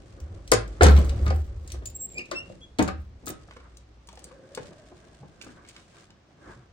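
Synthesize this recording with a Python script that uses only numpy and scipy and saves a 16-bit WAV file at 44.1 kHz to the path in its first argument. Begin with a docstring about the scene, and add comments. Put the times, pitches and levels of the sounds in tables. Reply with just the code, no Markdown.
"""Heavy room door slam

A door latches and slams beside a phone: ticks and knocks are short pushes into banks of metal and door modes.
The leaf booms in one low mode and its latch rattles with it; hinge squeaks are gliding, unsteady tones.
A swing guard is flipped onto its stud. Then soft steps, cloth and a wheeled case move into a carpeted room:
coloured noise swelling with each movement, a faint wheel whine and low hums, over steady air noise."""
import sys
import numpy as np
from scipy import signal
from scipy.fft import rfft, irfft
from scipy.io import wavfile
from scipy.ndimage import uniform_filter1d, map_coordinates

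SR = 44100
rng = np.random.default_rng(int(sys.argv[2]) if len(sys.argv) > 2 else 0)


def digitize_waveform(pressure):
    """Quantize a signal to 16-bit integers and store it at the path in sys.argv[1].

    Rows of a 2-D input are taken as channels; values are limited to [-1, 1].
    """
    field = np.atleast_2d(pressure).T
    bounded = np.clip(field, -1, 1)
    quanta = np.round(bounded * 32767).astype(np.int16)
    wavfile.write(sys.argv[1], SR, quanta)


N = 296352
TIME = np.arange(N) / SR
TOP_HZ = 16200


def undb(db):
    """Decibels to gain."""
    return 10 ** (np.asarray(db) / 20)


def unit(x):
    """Scale to rms 1."""
    return x / np.sqrt(np.mean(x ** 2))


def over_hz(table, size):
    """A (freq_hz, value) table read at the bins of a transform, linear in log frequency."""
    hz, value = np.transpose(table)
    bins_hz = np.fft.rfftfreq(size, 1 / SR)
    return np.interp(np.log(bins_hz + 1), np.log(hz), value)


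def band(x, centre_hz, ratio, top_hz):
    """Band-pass from centre / ratio to centre * ratio, rms 1."""
    ratio = max(ratio, 1.02)
    edges_hz = [centre_hz / ratio, min(centre_hz * ratio, top_hz)]
    return unit(signal.sosfilt(signal.butter(2, edges_hz, "bandpass", fs=SR, output="sos"), x))


def narrow_noise(hz, width_hz):
    """Noise in a narrow band, rms 1."""
    return band(rng.standard_normal(N), hz, 1 + width_hz / hz / 2, TOP_HZ)


def walk(rate):
    """Random levels held 1 / rate s and slewed twice; rms 1."""
    k = int(SR / rate)
    steps = np.repeat(rng.standard_normal(N // k + 1), k)
    return unit(uniform_filter1d(uniform_filter1d(steps, k), k)[:N])


def swell(start_s, hold_s, attack_s, fade_db_per_s):
    """Linear attack, hold, then a steady fall in dB for 1 s."""
    t = TIME - start_s
    return np.clip(t / attack_s, 0, 1) * undb(-fade_db_per_s * np.clip(t - attack_s - hold_s, 0, 1))


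def tone(hz, gain, overtones_db, waver, rough_db, rate):
    """A self-excited ring, unsteady in pitch and level; its overtones grow with its strength."""
    phase = 2 * np.pi * np.cumsum(hz * (1 + waver * walk(rate))) / SR
    overtones = sum(undb(db) * np.sin((k + 2) * phase) for k, db in enumerate(overtones_db))
    wave = np.sin(phase) + gain / gain.max() * overtones
    return np.sqrt(2) * wave * gain * undb(rough_db * walk(rate))


# left-right likeness of spread noise: freq_hz, correlation
LIKENESS = [(60, 1), (300, 0.86), (700, 0.1), (3000, .05)]


def spread_noise(spectrum):
    """Two-channel noise of a given colour, alike in the bass and nearly unrelated in the treble."""
    like = np.clip(over_hz(LIKENESS, N), 0, .99)
    white = rfft(rng.standard_normal((2, N)))
    mid, side = white * undb(over_hz(spectrum, N)) * np.sqrt([1 + like, 1 - like])
    return unit(irfft(np.array([mid + side, mid - side]), N))


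# air noise colour: freq_hz, density_db (per Hz)
AIR_COLOUR = [(18, -42), (30, -16.5), (84, 1.5), (512, -12.5), (649, -13), (6050, -28.5), (8980, -44),
              (10800, -55), (14400, -53), (16000, -58.5)]
AIR_DB = -60.5


def air():
    """Steady broadband noise, strongest in the bass."""
    return undb(AIR_DB) * spread_noise(AIR_COLOUR)


# low hums while the door, the feet and the phone move: start_s, hold_s, pitch_hz, level_db
HUMS = [(0.21, 0.0064, 71.09, -34), (0.292, 0.0062, 85.6, -40), (0.486, 0.211, 50.56, -35),
        (0.524, 0.0385, 119.5, -31), (3.203, 1.152, 58.48, -56), (5.198, .01, 141.6, -48),
        (6.418, .05, 295, -54), (6.556, .01, 125, -50.5)]
HUM_ATTACK_S, HUM_FADE_DB_PER_S = 0.02, 250


def hums():
    """Pure low tones swell, waver and fade."""
    out = 0
    for start_s, hold_s, pitch_hz, level_db in HUMS:
        gain = undb(level_db) * swell(start_s, hold_s, HUM_ATTACK_S, HUM_FADE_DB_PER_S)
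        out = out + tone(pitch_hz, gain, [], waver=.03, rough_db=1.5, rate=15)
    return out


WHEEL_S, WHEEL_ATTACK_S, WHEEL_HOLD_S, WHEEL_FADE_DB_PER_S, WHEEL_DB = 4.26, .06, .3, 20., -58.5
WHEEL_START_HZ, WHEEL_TOP_HZ, WHEEL_GATHER_S = 490, 700, .6


def case_wheel():
    """A case wheel whines faintly, rising as it gathers speed."""
    rolling = undb(WHEEL_DB) * swell(WHEEL_S, WHEEL_HOLD_S, WHEEL_ATTACK_S, WHEEL_FADE_DB_PER_S)
    lag = np.exp(-np.clip(TIME - WHEEL_S, 0, 9) / WHEEL_GATHER_S)
    pitch_hz = WHEEL_TOP_HZ - (WHEEL_TOP_HZ - WHEEL_START_HZ) * lag
    return tone(pitch_hz, rolling, [-30., -18.], waver=.07, rough_db=4., rate=250)


# noise colours: freq_hz, density_db (per Hz)
CLOTH = [(1060, -34.5), (1800, 2), (3200, 1), (8210, -3), (10100, -10.5), (11300, -30), (14500, -24.5),
         (16000, -26)]
SWISH = [(410, -31.5), (700, -5.5), (766, -11.5), (1010, -2), (1110, 1), (2300, -14), (2990, -39),
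         (5060, -120)]
SCUFF = [(65, -38), (110, -5), (145, -0.5), (265, -6.5), (303, -2.5), (800, -14), (1040, -44), (1760, -120)]
RUMBLE = [(12, -39.5), (20, -8.5), (39, -9), (59, 4), (95, -6.5), (109, -0.5), (130, -20), (170, -38.5),
          (290, -120)]
# resonances the scuffing excites: freq_hz, width_hz, level_db
HOLLOW = [(355, 40, -11), (550, 50, -12.5)]
# movements of the person and the settling door: peak_s, time_per_6_db_s, cloth_db, swish_db, scuff_db
MOVES = [(.2, 0.8542, -68, -65.5, -53.5), (1.0, 0.1028, -52.5, -45.5, -36.5),
         (1.24, 0.0951, -60, -52, -37.5), (1.72, 0.0925, -62.5, -63.5, -53.5), (2.2, 0.1545, -65, -73, -50),
         (2.48, 0.138, -66.5, -67.5, -53), (3.46, 0.19, -67.5, -68.5, -57.5),
         (3.655, 0.04, -71.5, -59, -60.5), (4.12, 0.0051, -57.5, -61.5, -57.5),
         (4.27, 0.073, -62.5, -62, -59), (4.64, 0.13, -62, -62, -54.5), (5.05, 0.53, -68.5, -68, -59),
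         (5.47, 0.04, -59, -60, -53), (5.59, 0.04, -86, -57, -60), (5.7, .015, -56, -66, -58),
         (5.775, 0.035, -55, -60, -58.5), (5.984, 0.0392, -57, -59.5, -55), (6.501, 0.045, -58.5, -52, -47)]
# low rumble of the settling door and the moving person: time_s, level_db
RUMBLE_LEVEL = [(0, -48), (.76, -46), (.84, -29.5), (1.0, -24.5), (1.27, -32), (1.41, -37), (1.82, -45),
                (2.04, -59.5), (2.6, -56.5), (2.98, -44), (3.25, -53.5), (4.06, -60.5), (4.4, -64),
                (5.7, -63), (6.2, -72.5), (6.72, -62.5)]
FOOTFALL_DB = -9  # rumble of each movement, re its scuffing
AIRY_HZ, AIRY_WIDTH_HZ, AIRY_DB = 1600, 180, -5  # joins the swish once the case rolls


def movements():
    """Cloth crackles in fine grains and swishes, soles scuff the carpet, a low rumble swells and fades."""
    peak_s, fall_s, cloth_db, swish_db, scuff_db = np.transpose(MOVES)[:, :, None]
    power = .25 ** (np.abs(TIME - peak_s) / fall_s)

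    def moving(level_db):
        """Power sum of all movements, as a gain."""
        return np.sqrt((undb(level_db) ** 2 * power).sum(axis=0))

    grain = walk(60)  # shared by swish and scuff
    cloth = spread_noise(CLOTH) * moving(cloth_db) * undb(2.2 * walk(30) + 3.2 * walk(400))
    airy = undb(AIRY_DB) * (TIME > WHEEL_S) * narrow_noise(AIRY_HZ, AIRY_WIDTH_HZ)
    swish = (spread_noise(SWISH) + airy) * moving(swish_db) * undb(1.2 * grain + 1.5 * walk(40))
    hollow = sum(undb(db) * narrow_noise(hz, width_hz) for hz, width_hz, db in HOLLOW)
    scuff = (spread_noise(SCUFF) + hollow) * moving(scuff_db) * undb(0.49 * grain + 2.1 * walk(25))
    slow_gain = undb(np.interp(TIME, *np.transpose(RUMBLE_LEVEL)))
    rumble_gain = np.hypot(slow_gain, moving(scuff_db + FOOTFALL_DB))
    rumble = spread_noise(RUMBLE) * rumble_gain * undb(2 * walk(10))
    return cloth + swish + scuff + rumble


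# passage decay: freq_hz, t60_s
ROOM_T60 = [(100, 0.48), (500, 0.24), (2000, 0.3143), (8000, 0.15), (15000, 0.05)]
ROOM_DB, ROOM_ONSET_S = -7, 0.0075


def room(x):
    """Dense echoes of the entrance passage: noise decaying band by band, fastest in the top treble."""
    t = np.arange(SR // 2) / SR
    noise = rfft(rng.standard_normal((2, len(t))))
    octave = np.log2(np.fft.rfftfreq(len(t), 1 / SR) + 1)
    table_hz, table_t60_s = np.transpose(ROOM_T60)
    tail = 0
    for hz in 100 * 2. ** np.arange(8):
        t60_s = np.interp(np.log(hz), np.log(table_hz), table_t60_s)
        share = np.clip(1 - np.abs(octave - np.log2(hz)), 0, 1)
        tail = tail + irfft(noise * share, len(t)) * np.exp(-np.log(1000) * t / t60_s)
    tail = tail * np.clip(t / ROOM_ONSET_S, 0, 1)
    tail = tail / np.sqrt(np.mean(np.sum(tail ** 2, axis=1)))
    return undb(ROOM_DB) * signal.fftconvolve(x[None], tail, axes=1)[:, :N]


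# hinge squeaks: start_s, attack_s, hold_s, first_hz, last_hz, level_db, waver_share, flutter_db
SQUEAKS = [(1.856, 0.00676, 0.0173, 7084, 7164, -39.5, 0.00377, 5),
           (1.943, 0.0098, 0.02, 7600, 7560, -40, 0.0017, 2),
           (1.973, 0.0404, 0.0463, 7540, 7644, -36.5, 0.00078, 1),
           (2.076, 0.0077, 0.09, 7480, 7400, -54, 0.011, 6),
           (2.124, 0.0427, 0.0114, 2346, 2420, -50, 0.017, 4),
           (2.164, 0.0192, .0005, 2408, 2550, -29.5, 0.0036, 2),
           (2.187, 0.0035, 0.00444, 2622, 2545, -35, .04, 4.5),
           (2.194, .003, .025, 2329, 2302, -42, .03, 2.5), (2.198, .003, 0.02, 2700, 2626, -46.5, .03, 2.5),
           (2.338, 0.0241, 0.0321, 2623, 2783, -34.5, 0.00384, 0),
           (2.398, 0.0055, 0.0062, 2777, 2800, -38, 0.002804, 1.5),
           (2.608, 0.00895, .035, 3300, 3420, -52, 0.0073, 3.5)]
SQUEAK_OVERTONES_DB, SQUEAK_FULL_DB = [-12.5, -26.5], -38.5  # overtones at this level; weaker is purer
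SQUEAK_FADE_DB_PER_S, SQUEAK_TAIL_DB, SQUEAK_TAIL_DB_PER_S = 1200, -15.5, 200.5
SQUEAK_GLIDE_ON_S = .03  # glide outlasts the hold


def hinge():
    """Each squeak swells and glides while it holds, breaks off and trails away faintly."""
    out = 0
    for start_s, attack_s, hold_s, first_hz, last_hz, level_db, waver, flutter_db in SQUEAKS:
        glide_end_s = start_s + attack_s + hold_s + SQUEAK_GLIDE_ON_S
        pitch_hz = np.interp(TIME, [start_s, glide_end_s], [first_hz, last_hz])
        body = swell(start_s, hold_s, attack_s, SQUEAK_FADE_DB_PER_S) ** 2
        tail = undb(SQUEAK_TAIL_DB) * swell(start_s, hold_s, attack_s, SQUEAK_TAIL_DB_PER_S)
        gain = undb(level_db) * np.maximum(body, tail)
        overtones_db = np.add(SQUEAK_OVERTONES_DB, (level_db - SQUEAK_FULL_DB) / 2)
        out = out + tone(pitch_hz, gain, overtones_db, waver, flutter_db, rate=300)
    return out


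# swells of the leaf's low boom, by slam, its pulsing after-boom and guard:
# start_s, hold_s, pitch_hz, level_db
BOOM = [(0.815, 0.0126, 77.14, -9.5), (0.855, 0.0934, 71.06, -9.5), (0.998, 0.146, 68.5, -23),
        (1.208, 0.0085, 73.28, -19), (1.28, 0.012, 75.3, -19), (1.332, 0.0089, 75.35, -20),
        (1.565, 0.042, 72.95, -36.5), (1.717, 0.0076, 68.31, -33.5), (1.803, 0.103, 73.94, -47.5),
        (2.811, 0.0091, 74.09, -30.5), (2.919, 0.0667, 75.16, -35)]
BOOM_ATTACK_S, BOOM_FADE_DB_PER_S = 0.017, 189.5


def leaf():
    """One low mode swells again and again; its pitch leans to the strongest swell."""
    gains = np.array([undb(level_db) * swell(start_s, hold_s, BOOM_ATTACK_S, BOOM_FADE_DB_PER_S)
                      for start_s, hold_s, _, level_db in BOOM]) + 1e-12
    pitch_hz = np.array(BOOM)[:, 2] @ gains / gains.sum(axis=0)
    return tone(pitch_hz, gains.max(axis=0), [-26.], waver=0.011, rough_db=1.0, rate=30)


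RATTLE_PER_S, RATTLE_DB, RATTLE_CLICK_S = 170, -35, 0.004


def rattle(boom):
    """The shaking leaf makes the loose latch chatter: random short clicks, as strong as the shaking."""
    where, size = rng.random(N), rng.exponential(size=N)
    clicks = (where < RATTLE_PER_S / SR) * undb(5.6 * np.minimum(size, 4))
    envelope = signal.lfilter([1], [1, -np.exp(-1 / (RATTLE_CLICK_S * SR))], clicks)
    bursts = envelope * rng.standard_normal(N)
    shaking = uniform_filter1d(np.abs(boom), 600)
    return undb(RATTLE_DB) * band(bursts, 1800., 8.3, TOP_HZ) * shaking


def blows(table, modes, rise_s, focus_oct, own_db, crack_db, crack_ratio, edge_db_up, edge_ratio,
          edge_pitch, ring_share, linger, own_damp, edge_damp):
    """Each blow is a short rough push into the body's modes; where it lands favours those near one pitch."""
    size = 16384
    out = np.zeros((2, N + size))
    t = np.arange(size) / SR
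    rise = (1 - np.exp(-t / max(rise_s, 1e-4))) ** 2
    mode_hz, width_hz, mode_db = np.transpose(modes)[:, :, None]
    for start_s, peak_db, centre_hz, t60_s, pan_db, edge_db, edge_hz in table:
        chance_level, chance_pitch = rng.standard_normal((2, len(modes), 1))
        favour_db = -10 * np.minimum((np.log2(mode_hz / centre_hz) / focus_oct) ** 2, 2)
        fade = np.exp(-np.log(1000) * t / max(t60_s, .008))
        rings = np.sin(2 * np.pi * mode_hz * (1 + 0.0034 * chance_pitch) * t)
        rings = rings * undb(mode_db + favour_db + 2 * chance_level)
        ring = (rings * np.exp(-ring_share * np.pi * width_hz * t)).sum(axis=0)
        own = undb(own_db) * np.sin(2 * np.pi * centre_hz * t) * fade ** own_damp
        noise = rng.standard_normal(size)
        crack = undb(crack_db) * band(noise, centre_hz, crack_ratio, 10500.)
        edge = edge_pitch * np.sin(2 * np.pi * edge_hz * t) + band(noise, edge_hz, edge_ratio, TOP_HZ)
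        edge = undb(edge_db + edge_db_up) * edge * fade ** edge_damp
        # part of the ring outlasts the contact
        hit = ((ring + own + crack + edge) * fade + linger * ring) * rise
        i = int(start_s * SR)
        ports_db = peak_db + np.array([[pan_db], [-pan_db]]) / 2
        out[:, i:i + size] += hit / np.abs(hit).max() * undb(ports_db)
    return out[:, :N]


# ticks of latch, guard and case: start_s, peak_db, brightest_hz, left_minus_right_db, sizzle_db
TICKS = [(.201, -43.5, 6000, 3, -11.5), (0.4758, -34, 4400, 0, -24), (0.5161, -3.5, 8426, 4, -41),
         (0.5191, -12.5, 2714, -10.5, -40), (0.5346, -14, 7160, 8.5, -29.5), (.677, -43, 6540, 2.5, -26.5),
         (.8104, -26, 2392, 3, -34.5), (0.8215, -20, 5000, 9.5, -25.5), (0.8314, -10.5, 6852, 11.5, -34),
         (.8385, -15.5, 6430, 4.5, -33), (.8445, -14, 2410, 2.5, -30.5), (0.8647, -17.5, 4140, -11, -32.5),
         (.8545, -19, 2900, 0, -33), (.883, -17, 2420, 1.5, -33.5), (.9644, -27, 2296, 11, -35.5),
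         (.9744, -30.5, 3018, -10, -28), (1.045, -36.5, 6520, 0.5, -32.5), (1.0929, -30.5, 3595, 6, -30.5),
         (1.189, -42, 2508, -1.5, -29.5), (1.2636, -30, 2224, 5, -34.5), (1.2783, -34.5, 2724, 13, -34.5),
         (1.3025, -31, 2220, -9, -32), (1.675, -38, 6873, 0.5, -30.5), (1.7008, -39.5, 3870, -2.5, -19.5),
         (1.7184, -32.5, 5870, 13, -27), (1.8557, -27.5, 6970, 8, -14), (1.8994, -42, 7240, 2, -3),
         (2.1825, -33.5, 5000, 5, -34.5), (2.2548, -44.5, 3950, 0, -40.5), (2.3122, -23.5, 3056, 0.5, -28),
         (2.7852, -26.5, 4460, -9, -25), (2.790, -21.5, 3457, -9.5, -23), (2.824, -21.5, 6834, 5.5, -33),
         (2.8767, -29, 4300, 6, -27.5), (2.883, -33.5, 2700, 13, -23), (3.2574, -38, 9640, -9.5, -6),
         (3.2655, -30.5, 8100, 11, -8.5), (3.2695, -38, 6000, 0, -13.5), (3.2789, -29, 7672, 10.5, -16),
         (3.2895, -26.5, 3670, -3, 12.5), (3.302, -31.5, 8800, -9.5, -14.5),
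         (3.509, -40.5, 2348, -4.5, -44.5), (3.566, -44, 2600, -1.5, -40.5), (3.7697, -40, 7300, 5.5, -29),
         (4.072, -45, 6000, -0.5, -28), (4.087, -39.5, 3443, 6.5, -27), (4.1272, -44.5, 4530, 0.5, -27),
         (4.1537, -45.5, 4960, 3.5, -27), (4.1725, -44.5, 3250, 4, -30.5), (4.1912, -45, 5760, 9, -24),
         (4.241, -32, 8510, 4.5, -31), (4.5483, -28.5, 5313, 7.5, -31), (4.5734, -36.5, 3560, -6, -24.5),
         (5.4125, -38, 2400, -10, -39.5), (5.4215, -37, 4200, -5, -36), (5.444, -43, 5700, 1, -34),
         (5.6485, -47, 1850, -2.5, -33), (5.6871, -37, 4510, 0.5, -34), (5.7628, -36, 2650, -1.5, -40.5),
         (6.1035, -47, 3020, 2, -35.5)]
# metal modes: freq_hz, width_hz, level_db
METAL = [(2178, 26, 2), (2970, 53, -13.5), (4600, 51, -30), (5500, 110, -14.5), (5990, 30, -8.5),
         (6746, 39, 1.5), (7163, 120, -4), (8200, 35, -18.5), (7710, 27, -24.5), (8573, 76, 3.5),
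         (9960, 14, -7.5), (13310, 37, -22)]
TICK_T60_S, SIZZLE_HZ = .03, 14300


def metal_ticks():
    """Small hard contacts ring metal modes, with a high sizzle of noise."""
    table = [(start_s, peak_db, brightest_hz, TICK_T60_S, pan_db, sizzle_db, SIZZLE_HZ)
             for start_s, peak_db, brightest_hz, pan_db, sizzle_db in TICKS]
    return blows(table, METAL, rise_s=0.0007, focus_oct=0.66, own_db=-1.5, crack_db=2.0, crack_ratio=2.05,
                 edge_db_up=9.2, edge_ratio=1.13, edge_pitch=0, ring_share=1.4, linger=.006,
                 own_damp=.8, edge_damp=.51)


# knocks on door, frame and floor:
# start_s, peak_db, strongest_hz, t60_s, left_minus_right_db, hard_edge_db, edge_hz
KNOCKS = [(0.518, -7.5, 459.9, 0.0614, 12.5, -40, 784), (0.8085, -3, 400.6, 0.035, -3, -4, 1376),
          (.817, -8.5, 706, 0.13, 0.5, -18, 498), (0.829, -10, 480, 0.09, 10.5, -7.5, 743),
          (.844, -12, 308.7, 0.072, 11, -5.5, 780.6), (0.86, -7, 173.3, 0.041, 8.5, -2.5, 804),
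          (.8675, -10, 417, .05, 3.5, -1, 1347), (.912, -20.5, 429, 0.052, -1, -15, 913),
          (0.889, -19, 174.3, 0.117, 15, -14.5, 785), (0.979, -20, 165.4, 0.087, 4, -13, 1016),
          (1.261, -24, 154.2, 0.194, 1, -10.5, 1230), (1.305, -20, 535.7, 0.0378, 5, -3.5, 741.7),
          (1.739, -36.5, 347.4, 0.062, -1, -16.5, 1137), (1.82, -39, 375.6, 0.063, 0.5, -37, 770),
          (2.182, -38, 362.2, 0.099, 1, -9, 1798), (2.314, -23.5, 569, 0.067, 9.5, -5, 1173),
          (2.328, -29, 325.7, 0.075, 0, -10, 1137), (2.498, -33, 160, 0.0463, 2, -4, 519),
          (2.787, -22.5, 300, 0.0455, 10, -10, 1260), (2.7915, -8.5, 310, 0.085, 3, -20, 1234),
          (2.8185, -22, 200, 0.05, -2.5, -5.5, 1174), (2.86, -29, 150, .03, 0, -20, 900),
          (2.877, -27, 773, .04, 10.5, -4, 1469), (2.885, -22.5, 557.3, 0.0438, 12.5, -9.5, 1207),
          (3.234, -43, 250, .06, 2, -21.5, 900), (3.270, -31, 305, 0.0524, 5, -8, 1299),
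          (3.2705, -29, 1270, 0.1, 2.5, -18, 1260), (3.2975, -29, 320, 0.1, 1.5, -21.5, 1260),
          (3.484, -46, 700, .03, 0, -3, 1300), (3.508, -42, 600, 0.03, 0, 0.5, 1100),
          (3.523, -45, 1500, .03, 0, -6, 900), (3.564, -38, 480, 0.04, -3, 0, 1100),
          (3.601, -47, 1400, .03, 0, -8, 2400), (4.085, -41, 184, 0.095, 1.5, 3, 939.7),
          (4.129, -43.5, 641, 0.051, 0.5, 1, 868), (4.1725, -39, 487, 0.037, -0.5, -2.5, 751),
          (4.309, -45, 514.7, 0.091, 6, -2.5, 1094), (4.574, -24.5, 460.3, 0.0326, 3, -1, 883),
          (4.599, -39, 152, 0.06, -1, -23, 916), (4.712, -43, 330, .06, 0, -14, 800),
          (4.916, -44.5, 355, 0.078, 0.5, -28.5, 920), (5.228, -37.5, 154, 0.097, 1, -7.5, 816.7),
          (5.4125, -38, 2350, 0.05, -5.5, -4, 2600), (5.464, -38, 300, 0.07, 3, -8, 1200),
          (5.487, -41, 250, .07, 0, -6, 1500), (6.097, -49.5, 207, 0.086, -1.5, -12, 920),
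          (6.49, -44, 301, 0.165, -1, -3.5, 905)]
# door modes: freq_hz, width_hz, level_db
DOOR = [(122, 9.2, -3), (189.2, 4.3, -4.5), (275.93, 25, 2), (355.2, 22, -2), (427.6, 23, -1.5),
        (492.55, 11, -3.5), (602.3, 15, -5.5), (636, 16, -11.5), (723, 60, -4.5), (771, 16, -6.5),
        (825, 48, -18.5), (914, 70, -12.5), (1233, 27, -2), (1339, 18, -6), (1520, 25, -8)]


def door_knocks():
    """Heavy contacts ring the door's modes, with a harder pitched edge."""
    return blows(KNOCKS, DOOR, rise_s=0.0019, focus_oct=0.988, own_db=3.3, crack_db=-2.5, crack_ratio=3.03,
                 edge_db_up=2.8, edge_ratio=1.2, edge_pitch=1.6, ring_share=.8, linger=.08,
                 own_damp=.05, edge_damp=.6)


# right port lag, less once the phone turns from the door: time_s, lag_s
PORT_LAG = [(3.3, .00025), (3.6, 0.0001216)]
CARPET_S, CARPET_DB = 3.4, -2  # weaker echoes past the passage
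SQUEAK_ECHO_DB = -7.0


def scene():
    """Door and guard reach both ports directly and through the room; the lows and spread sounds join them."""
    boom = leaf()
    near = metal_ticks() + door_knocks() + rattle(boom)
    squeaks = hinge()
    # door off to the left: the right port hears it a little later
    lag_s = np.interp(TIME, *np.transpose(PORT_LAG))
    left = near[0] + squeaks
    right = map_coordinates(near[1] + squeaks, [(TIME - lag_s) * SR], mode="nearest")
    direct = np.array([left, right])
    to_room = near.mean(axis=0) + undb(SQUEAK_ECHO_DB) * squeaks
    echoes = room(to_room * undb(CARPET_DB * (TIME > CARPET_S)))
    return air() + hums() + case_wheel() + movements() + echoes + boom + direct


# overall treble colour: freq_hz, gain_db
TREBLE_COLOUR = [(9000, 1), (10300, -3.5), (11400, -27), (12600, 2), (15500, 3)]


def record(dry):
    """A dip colours the upper treble, the loudest peaks are rounded, the top is cut."""
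    coloured = irfft(rfft(dry) * undb(over_hz(TREBLE_COLOUR, N)), N)
    rounded = np.tanh(1.1 * coloured) / 1.1
    return signal.sosfilt(signal.ellip(10, .2, 90, TOP_HZ, fs=SR, output="sos"), rounded)


dry = scene()
out = record(dry)
digitize_waveform(out)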